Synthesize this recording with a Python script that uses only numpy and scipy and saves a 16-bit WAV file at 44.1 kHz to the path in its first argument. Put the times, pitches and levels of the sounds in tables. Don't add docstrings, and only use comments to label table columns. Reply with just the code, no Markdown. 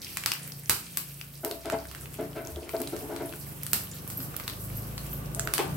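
import sys
import numpy as np
from scipy import signal
from scipy.fft import rfft, irfft, next_fast_len
from scipy.io import wavfile
from scipy.ndimage import uniform_filter1d, map_coordinates

SR = 44100
rng = np.random.default_rng(int(sys.argv[2]) if len(sys.argv) > 2 else 0)


def inscribe(sig):
    pcm = np.round(np.clip(np.atleast_2d(sig).T, -1, 1) * 32767)
    wavfile.write(sys.argv[1], SR, pcm.astype(np.int16))


N = 254104
T = np.arange(N) / SR
LEFT_RIGHT = np.array([[1], [-1]])

# t/s, level/dB, cavity f/Hz, ring over crack/dB, left over right/dB
DROPS = [(0.047, -37.5, 4940, 19, 6), (0.1712, -28.5, 7540, -9, -2), (0.1715, -31, 2200, 2, 4),
         (0.2374, -32.5, 2410, 2, 3), (0.2608, -20, 4700, -7.5, -1), (0.3182, -24.5, 2780, 3, 1.5),
         (0.3184, -27, 5100, 5, -1), (0.319, -35, 13500, 0, 0), (0.3364, -29, 14000, 11, 4),
         (0.352, -41, 1980, 4, 4), (0.477, -39, 12700, 2, -2), (0.5207, -38.5, 5040, 6, 1),
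         (0.6588, -43, 6000, 10, 0), (0.6964, -15.5, 8340, -26, 0.5), (0.9723, -22.5, 13290, -6.5, 1),
         (1.213, -37.5, 2612, 6, 3), (1.2135, -43, 5000, 0, 3), (1.4485, -27, 12600, -2.5, 2),
         (1.5124, -32, 4100, -1.5, -3.5), (1.657, -39, 4200, -20, 1), (1.7, -28.5, 1480, -6.5, 1),
         (1.722, -39, 7400, 0, -3), (1.854, -44, 1730, -3, 1), (1.914, -42, 3000, -23, -3),
         (1.9489, -38.5, 1820, -10, 1), (2.0576, -42, 2580, 0, 0), (2.142, -41.5, 12200, -4, 5),
         (2.4721, -38.5, 6500, 15, 0), (2.56, -43, 3440, 7, 2), (2.693, -37, 2430, -7, 2),
         (2.766, -41.5, 4480, 2, 3), (2.803, -39.5, 10000, 4, -2), (2.8174, -31.5, 13290, -2, 0),
         (2.874, -36, 4000, 3, 0), (2.965, -39.5, 6000, -14, 0), (3.1633, -38.5, 4030, -10, 3),
         (3.3259, -42, 2730, -1, 5), (3.337, -40, 1470, 2, -2), (3.6333, -30.5, 12420, 5, -1),
         (3.6659, -31, 10160, -4, 0), (3.716, -39, 12800, 11, 0), (3.7325, -17, 12900, -8, 0),
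         (4.077, -34.5, 12500, 17, -6), (4.1013, -36, 8300, -1, 1), (4.2036, -40.5, 4970, -12, -1),
         (4.343, -41.5, 1430, 12, 0), (4.3654, -29.5, 13400, 3, -10), (4.399, -35, 2030, -11, 1.5),
         (4.4791, -28.5, 3850, -5, 1), (4.4982, -37, 4030, 1, 4), (4.9796, -34.5, 4300, -7, 0),
         (5.348, -30, 8900, 24, -3), (5.3956, -24.5, 7300, 4, -0.5), (5.395, -35, 1600, 13, -4),
         (5.474, -26, 1500, 2, 1), (5.5378, -20, 9970, -8, 1.5), (5.581, -24.5, 2980, -20, 0.5)]
# t/s, lag/ms
LEFT_LAG = [(0, 0.01), (3.6, 0), (4.3, 0.075), (5.76, 0.033)]
# f/Hz, level/dB
CRACK_COLOUR = [(100, -18), (500, -10), (1100, 6.5), (2700, 4.5), (3700, 0), (4700, 2), (6500, -1),
                (8200, 3), (14000, -0.5), (16500, -4), (18000, -40)]
# f/Hz, level/dB
BOWL_RADIATION = [(300, 7), (800, 1.5), (1200, 3), (2000, -1), (3500, 1.5), (4500, 2.5), (6800, -2.5),
                  (8200, 1.5), (10000, -3.5), (12600, 2.5), (15500, -4.5)]
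def pops(ring_q=6.0, side_db=-4.0, thud_db=-12.0, mirror_db=-8.5):
    out = np.zeros((2, N))
    hz = np.fft.rfftfreq(2048, 1 / SR) + 1
    octaves = np.log2(np.clip(hz, 1000, 13000) / 1000)
    direct_path = gain_at(hz, CRACK_COLOUR)
    thud_shape = gain_at(hz, [(25, -20), (55, 4.5), (300, -4.5), (1000, -14.0), (3000, -21.5)])
    largest_db = max(row[1] for row in DROPS)
    tail_room = ((0, 0), (0, SR // 3))
    for s, db, ring_hz, ring_db, left_db in DROPS + spits():
        size_db = db - largest_db
        mid, side = crack(), crack()
        lag_s = np.interp(s, *np.transpose(LEFT_LAG)) / 1000
        left_delay = np.exp(-2j * np.pi * hz * lag_s * np.array([[1], [0]]))
        stereo = (mid + undb(side_db) * side * LEFT_RIGHT) * left_delay
        db_per_octave = 1.66 * np.log2(ring_hz / 3000) + 0.04 * size_db
        tilted = stereo * direct_path * undb(db_per_octave * octaves)
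        mirror_s = rng.uniform(0.000505, 0.00099)
        comb = 1 + undb(mirror_db) * np.exp(-2j * np.pi * hz * mirror_s)
        snap = burst(irfft(tilted * comb), 0.82)
        resonance = 1 / (1 + 1j * ring_q * (hz / ring_hz - ring_hz / hz))
        ring = undb(ring_db) * burst(irfft(stereo * resonance), 1.0)
        thud = undb(thud_db + size_db) * burst(irfft(mid * thud_shape), 0.34)
        direct = burst(snap + ring + thud, 0.01)
        room_snap = burst(irfft(tilted * gain_at(hz, BOWL_RADIATION)), 0.61)
        radiated = burst(room_snap + undb(-4) * ring + thud, 0.01)
        wet_db = 0.72 + 0.084 * size_db - 0.35 * np.clip(ring_db + 11, 0, 15)
        heard = np.pad(direct, tail_room) + undb(wet_db) * reverberation(np.pad(radiated, tail_room))
        start_s = max(s - direct.shape[1] / 2 / SR, 0)
        add(out, start_s, heard * undb(db + left_db * LEFT_RIGHT / 2))
    return out


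def crack(snap_s=0.00041, bowl_s=0.0015, bowl_db=-11.5):
    t = T[:2048]
    snap, rattle = rng.standard_normal((2, len(t)))
    pressure = snap * np.exp(-t / snap_s) + undb(bowl_db) * rattle * np.exp(-t / bowl_s)
    spectrum = rfft(np.roll(pressure, len(t) // 2))
    return spectrum / np.sqrt(uniform_filter1d(np.abs(spectrum) ** 2, size=24))


def spits(per_second=3, first_db=-47.5, drying_db_per_s=0.5, low_hz=2260, high_hz=10100):
    when, pitch, *chance = rng.random((int(per_second * T[-1]), 5)).T
    loudness, ring, place = 2 * np.array(chance) - 1
    s = when * T[-1]
    db = first_db - drying_db_per_s * s + 2 * loudness
    ring_hz = low_hz * (high_hz / low_hz) ** pitch
    ring_db = 4 + 10 * np.abs(ring)
    return list(zip(s, db, ring_hz, ring_db, 2 * place))


# t/s, fizz level/dB, crackle level/dB
FRYING = [(0, -44, -45.5), (.55, -47, -51.5), (1.2, -46.5, -52), (1.9, -48.5, -55), (2.15, -47.5, -53.5),
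          (2.28, -49.5, -55), (2.38, -46.5, -58.5), (2.95, -47.5, -49), (3.35, -45.5, -53),
          (3.9, -45, -52.5), (4.25, -42.5, -52.5), (4.9, -44, -55.5), (5.25, -49, -57), (5.76, -46.5, -55)]
# f/Hz, level/dB
FIZZ = [(2000, -39), (5000, -1.1), (7300, -3), (8200, 7), (9300, 1), (10500, 7), (12700, 12.5), (14000, 8),
        (16000, 7)]
# f/Hz, level/dB
CRACKLE = [(600, -32), (1300, 2), (2700, 7.5), (3400, -0.5), (4500, 9.5), (6500, -4), (9000, 7.5)]
def sizzle(right_db=1, ticks_db=-17):
    fizz_db, crackle_db = curves(FRYING)
    fizz = sum(kitchen(bubbles(per_second=500, spread_db=8), wet_db=14) for _ in range(5))
    ticks = kitchen(bubbles(per_second=96, spread_db=6), wet_db=-18)
    crackle = 0
    for hz in np.geomspace(1100, 9000, num=8):
        clicks = bubbles(per_second=140, spread_db=4)
        crackle += gain_at(hz, CRACKLE) * band(clicks, hz / 1.22, hz * 1.215)
    fizz = colour(unit(fizz) + undb(ticks_db) * unit(ticks), FIZZ)
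    fizz = unit(fizz) * undb(fizz_db + walk(19))
    crackle = unit(kitchen(crackle, wet_db=2.5)) * undb(crackle_db + 1.5 * walk(18))
    return (fizz + crackle) * undb(-right_db * LEFT_RIGHT / 2)


def bubbles(per_second, spread_db):
    out = np.zeros(N)
    at = np.flatnonzero(rng.random(N) < per_second / SR)
    size = rng.exponential(size=N)[at]
    sign = np.sign(rng.random(N)[at] - .5)
    out[at] = sign * undb(spread_db * np.minimum(size, 5))
    return unit(out)


# t/s, relative level/dB, f/Hz, duration/s, bandwidth/Hz
STEAM_JETS = [(3.255, -42.5, 10800, 0.0063, 3500), (3.832, -52, 12800, .018, 200),
              (3.912, -41, 6990, .0044, 3000), (4.17, -32.5, 12700, 0.0075, 330),
              (4.766, -38, 12800, .009, 420), (5.129, -38, 13600, .006, 900), (5.13, -38, 12210, .006, 550),
              (5.446, -42, 12600, .0068, 800)]
def squeaks(gain_db=1.0):
    out, t = np.zeros(N), T[:4096]
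    for s, db, hz, length_s, width_hz in STEAM_JETS:
        tone = band(rng.standard_normal(len(t)), hz - width_hz / 2, hz + width_hz / 2)
        envelope = t * np.exp(-(t / length_s) ** 2)
        add(out, s, undb(db + gain_db) * burst(tone * envelope, length_s))
    return kitchen(out, wet_db=0.5)


# t/s, level/dB, swell time/s, tilt/(dB per octave), pan note over stove modes/dB
SHOVES = [(1.430, -29, 0.018, -0.5, 6), (1.499, -33.5, 0.015, -3.5, 13), (1.645, -29.5, 0.015, 3, 7.5),
          (1.722, -22.5, 0.0095, 0.5, 13), (2.186, -26.5, .012, 0, 1), (2.289, -45, 0.031, 1, 6),
          (2.354, -30, .016, 3.5, 4.5), (2.43, -36.5, 0.028, -1.5, 6), (2.561, -35, 0.0091, -2, 2),
          (2.615, -38.5, 0.0084, -6, -8), (2.661, -42, 0.01, 2, -1), (2.735, -25, 0.0085, 0.5, 11),
          (2.795, -27, 0.0072, -6, -2), (2.848, -37, 0.008, -8, 2), (2.923, -28.5, 0.011, -1.5, -5),
          (3.003, -35, 0.027, -4.5, -8), (3.090, -29.5, 0.016, -1.5, 2), (3.149, -36.5, .009, 2, -8),
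          (3.195, -29.5, 0.013, 1, 2), (3.243, -37, 0.011, -2.5, 8), (3.31, -41.5, 0.012, -6, -3),
          (5.355, -38, 0.016, 1, 13), (5.421, -37.5, 0.032, -1, 4)]
# f/Hz, level/dB
RASP = [(50, -45), (200, -24), (290, 15), (430, 16), (520, 11), (650, 17), (760, 15), (880, 16.5),
        (1150, 6.5), (1480, 10), (1800, 1), (2200, 1), (3500, -10.5), (7000, -26), (15000, -30)]
# t/s, level/dB, swell time/s
SET_DOWN = (5.587, -24, 0.0094)
# f/Hz, level/dB
CLANK = [(50, -37), (220, -24), (330, 6), (430, 5), (540, -5), (720, -1), (900, 2), (1100, -3), (1500, -12),
         (1850, -13.5), (2600, -8.5), (4500, -27), (8000, -42), (15000, -27)]
PIVOT_HZ = 500
def pan_scrapes(left_db=2.0):
    rings, rasps = np.zeros(N), np.zeros(N)
    for s, db, swell_s, tilt, note_db in SHOVES:
        force = stick_slip(swell_s)
        rasp = colour(force, [(hz, level + tilt * np.log2(hz / PIVOT_HZ)) for hz, level in RASP])
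        rasp_db = -7 + 2 * np.log2(swell_s / 0.02)
        add(rings, s, undb(db) * burst(stove_ring(force, tilt, note_db), 0.013))
        add(rasps, s, undb(db + rasp_db) * burst(rasp, 0.016))
    s, db, swell_s = SET_DOWN
    clank = colour(stick_slip(swell_s), CLANK)
    add(rasps, s, undb(db) * burst(clank, 0.015))
    heard = kitchen(band(rings, 266, 6100), wet_db=-12) + kitchen(rasps, wet_db=-2)
    return heard * undb(left_db * LEFT_RIGHT / 2)


def stick_slip(swell_s, grit=1.2):
    t = T[:SR // 2]
    noise = rng.standard_normal(len(t))
    return np.sign(noise) * np.abs(noise) ** grit * t * np.exp(-t / swell_s)


# f/Hz, level/dB, T60/s
STOVE_MODES = [(282.7, 2.5, 0.46), (345.4, 4, 0.2), (369.3, 0, 0.26), (419.6, 0, 0.17), (431.3, 2.5, 0.24),
               (473, -15, 0.34), (579, -5.5, 0.46), (630, -3, 0.41), (723, -4.5, 0.091), (826, -13, 0.11),
               (909, -10.5, 0.14), (1077, -23, .2), (1475, -16, 0.1), (2110, -20, 0.13)]
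def stove_ring(force, tilt, note_db, detune_spread=.004, scatter_db=2, bend=0.0034):
    def mode(hz, t60_s):
        pole = np.exp((2j * np.pi * hz - np.log(1000) / t60_s) / SR)
        return burst(signal.lfilter([1], [1, -pole], force).imag, 1)
    ring = 0
    for hz, db, t60_s in STOVE_MODES:
        detune, weight = rng.standard_normal(2)
        gain = undb(db + tilt * np.log2(hz / PIVOT_HZ) + scatter_db * weight)
        ring += gain * mode(hz * (1 + detune_spread * detune), t60_s)
    pitch_ratio = 1 + bend * walk(42)[:len(ring)]
    bent = map_coordinates(ring, [np.cumsum(pitch_ratio)], order=1)
    return bent + undb(note_db) * mode(hz=662.6, t60_s=0.23)


# t/s, level/dB, f/Hz, swell time/s
BUMP = (4.185, -41, 262, .013)
def pan_bump():
    s, db, hz, swell_s = BUMP
    out, t = np.zeros(N), T[:SR // 4]
    note = np.sin(2 * np.pi * hz * t) * t * np.exp(-t / swell_s)
    add(out, s, undb(db) * burst(note, 0.026))
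    return out


# t/s, f/Hz
FIRING_RATE = [(0, 28.95), (.6, 28.49), (1.35, 28.1), (1.65, 32.22), (1.97, 33.93), (2.55, 24.55),
               (3.3, 23.55), (4.0, 25.1), (4.65, 26.08), (4.9, 27.66), (5.4, 27.4), (5.76, 29)]
# t/s, relative level/dB
ENGINE_LOAD = [(0, -50), (.65, -41.5), (1.05, -48.5), (1.28, -45), (1.6, -56), (1.72, -45), (1.95, -49),
               (2.25, -41.5), (2.45, -49), (2.72, -59), (2.92, -44), (3.05, -48), (3.34, -41),
               (3.85, -40.5), (4.25, -39), (4.38, -47), (4.62, -38), (5.0, -35.5), (5.47, -38),
               (5.56, -49.5), (5.72, -33)]
# f/Hz, level/dB
WALL_DRONE = [(70, -57), (88, -3.5), (100, 3.5), (122, 1), (143, 10), (154, -3.5), (167, 2), (190, -5.5),
              (222, -8), (260, -34)]
# t/s, relative level/dB
THUD_LEVEL = [(0, -77), (1.1, -58), (2.0, -58.5), (3.9, -54), (4.3, -44.5), (5.0, -41.5), (5.48, -43),
              (5.58, -56), (5.76, -51)]
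# f/Hz, level/dB
WALL_THUD = [(46, -38), (54, 1), (59, 0.5), (68, 11.5), (71, 5), (76, -2.5), (84, -20), (110, -30)]
# t/s, level over the thud/dB, half duration/s
BOOM = (2.56, 21.3, 0.072)
def engine(drone_db=-3.5, waver_db=1.66, swell_db=1.5, idle_db=-43):
    hz, = curves(FIRING_RATE)
    load_db, = curves(ENGINE_LOAD)
    thud_db, = curves(THUD_LEVEL)
    boom_s, boom_db, half_length_s = BOOM
    thud_db += boom_db * np.exp(-((T - boom_s) / half_length_s) ** 2)
    phase = 2 * np.pi * np.cumsum(hz * (1 + 0.0037 * walk(14))) / SR
    orders = np.arange(2, 10)[:, None]
    harmonics = np.array([np.sin(k * phase + 2 * np.pi * rng.random()) for k in orders])
    flutter = undb([waver_db * walk(15) + swell_db * walk(5) for _ in orders])
    db_per_octave = 0.14 * (load_db - idle_db)
    drone = gain_at(orders * hz, WALL_DRONE) * undb(db_per_octave * np.log2(orders))
    drone /= np.sqrt(np.sum(drone ** 2, axis=0) / 2)
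    drone = flutter * drone * undb(load_db + drone_db)
    thud = gain_at(orders * hz, WALL_THUD) * undb(thud_db)
    return np.sum(harmonics * (drone + thud), axis=0)


# f/Hz, level/dB
RUMBLE = [(25, -47), (38, -9), (52, 0.5), (80, -1), (115, -1), (146, 8), (180, -9.5), (250, -0.5),
          (370, -4), (470, -8), (680, -12), (900, -14.5), (2000, -22.5), (5000, -30)]
# t/s, level/dB, relative level of the rush/dB
FLAME_LEVEL = [(0, -52, -6), (1.2, -54, -3), (3, -47.5, -4), (4.1, -48.5, 3.5), (5.76, -42.5, 2.5)]
# f/Hz, bandwidth/Hz, level/dB
BOWL_MODES = [(588, 200, -2), (1160, 136, -4.5), (1480, 125, -8.5), (2790, 340, -12.5)]
def flame(flutter_db=1.0, bowl_db=-11):
    db, rush_db = curves(FLAME_LEVEL)
    mid, side = (unit(colour(rng.standard_normal(N), RUMBLE)) for _ in range(2))
    side = colour(side, [(60, -4.0), (150, -7.5), (400, -8.0), (1000, 1.5)])
    rush = 0
    for hz, width_hz, mode_db in BOWL_MODES:
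        flow = rng.standard_normal((2, N))
        rush += undb(mode_db) * unit(band(flow, hz - width_hz / 2, hz + width_hz / 2))
    heard = mid + side * LEFT_RIGHT + unit(rush) * undb(bowl_db + rush_db)
    return heard * undb(db + flutter_db * walk(7.5))


def reverberation(x, t60_s=0.35, treble_t60_s=0.3):
    t = T[:SR // 3]
    mid, side = rng.standard_normal((2, len(t)))
    noise = mid + band(side, 390, 24000) * LEFT_RIGHT
    low = signal.sosfilt(signal.butter(1, 4000, fs=SR, output="sos"), noise)
    tail = low * undb(-60 * t / t60_s) + (noise - low) * undb(-60 * t / treble_t60_s)
    tail *= 1 - np.exp(-t / 0.0021)
    tail /= np.sqrt(np.sum(tail ** 2) / 2)
    tail[:, int(.0118 * SR)] += .2
    return signal.oaconvolve(np.atleast_2d(x), tail, axes=1)[:, :x.shape[-1]]


def kitchen(x, wet_db):
    return x + undb(wet_db) * reverberation(x)


def undb(db):
    return 10 ** (np.asarray(db) / 20)


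def unit(x):
    return x / np.sqrt(np.mean(x ** 2))


def burst(x, seconds):
    return x * np.sqrt(seconds * SR / np.sum(x ** 2))


def curves(table):
    s, *columns = np.transpose(table)
    return [np.interp(T, s, column) for column in columns]


def gain_at(hz, points):
    f, db = np.transpose(points)
    return undb(np.interp(np.log(hz + 1), np.log(f), db))


def colour(x, points):
    n = x.shape[-1]
    size = 2 * next_fast_len(n)
    return irfft(rfft(x, size) * gain_at(np.fft.rfftfreq(size, 1 / SR), points))[..., :n]


def band(x, lo_hz, hi_hz):
    sos = signal.butter(2, [lo_hz, min(hi_hz, SR / 2 - 1)], "band", fs=SR, output="sos")
    return signal.sosfilt(sos, x)


def walk(rate_hz):
    hold = int(SR / rate_hz)
    steps = np.repeat(rng.standard_normal(N // hold + 1), hold)
    return 1.67 * uniform_filter1d(uniform_filter1d(steps, hold), hold)[:N]


def add(out, s, x):
    i = int(s * SR)
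    out[..., i:i + x.shape[-1]] += x[..., :N - i]


def scene():
    return pops() + sizzle() + squeaks() + pan_scrapes() + pan_bump() + engine() + flame()


def record(dry, top_hz=15850):
    low_pass = signal.ellip(10, .2, 70, top_hz, fs=SR, output="sos")
    return signal.sosfilt(low_pass, np.clip(dry, -1, 1))


dry = scene()
out = record(dry)
inscribe(out)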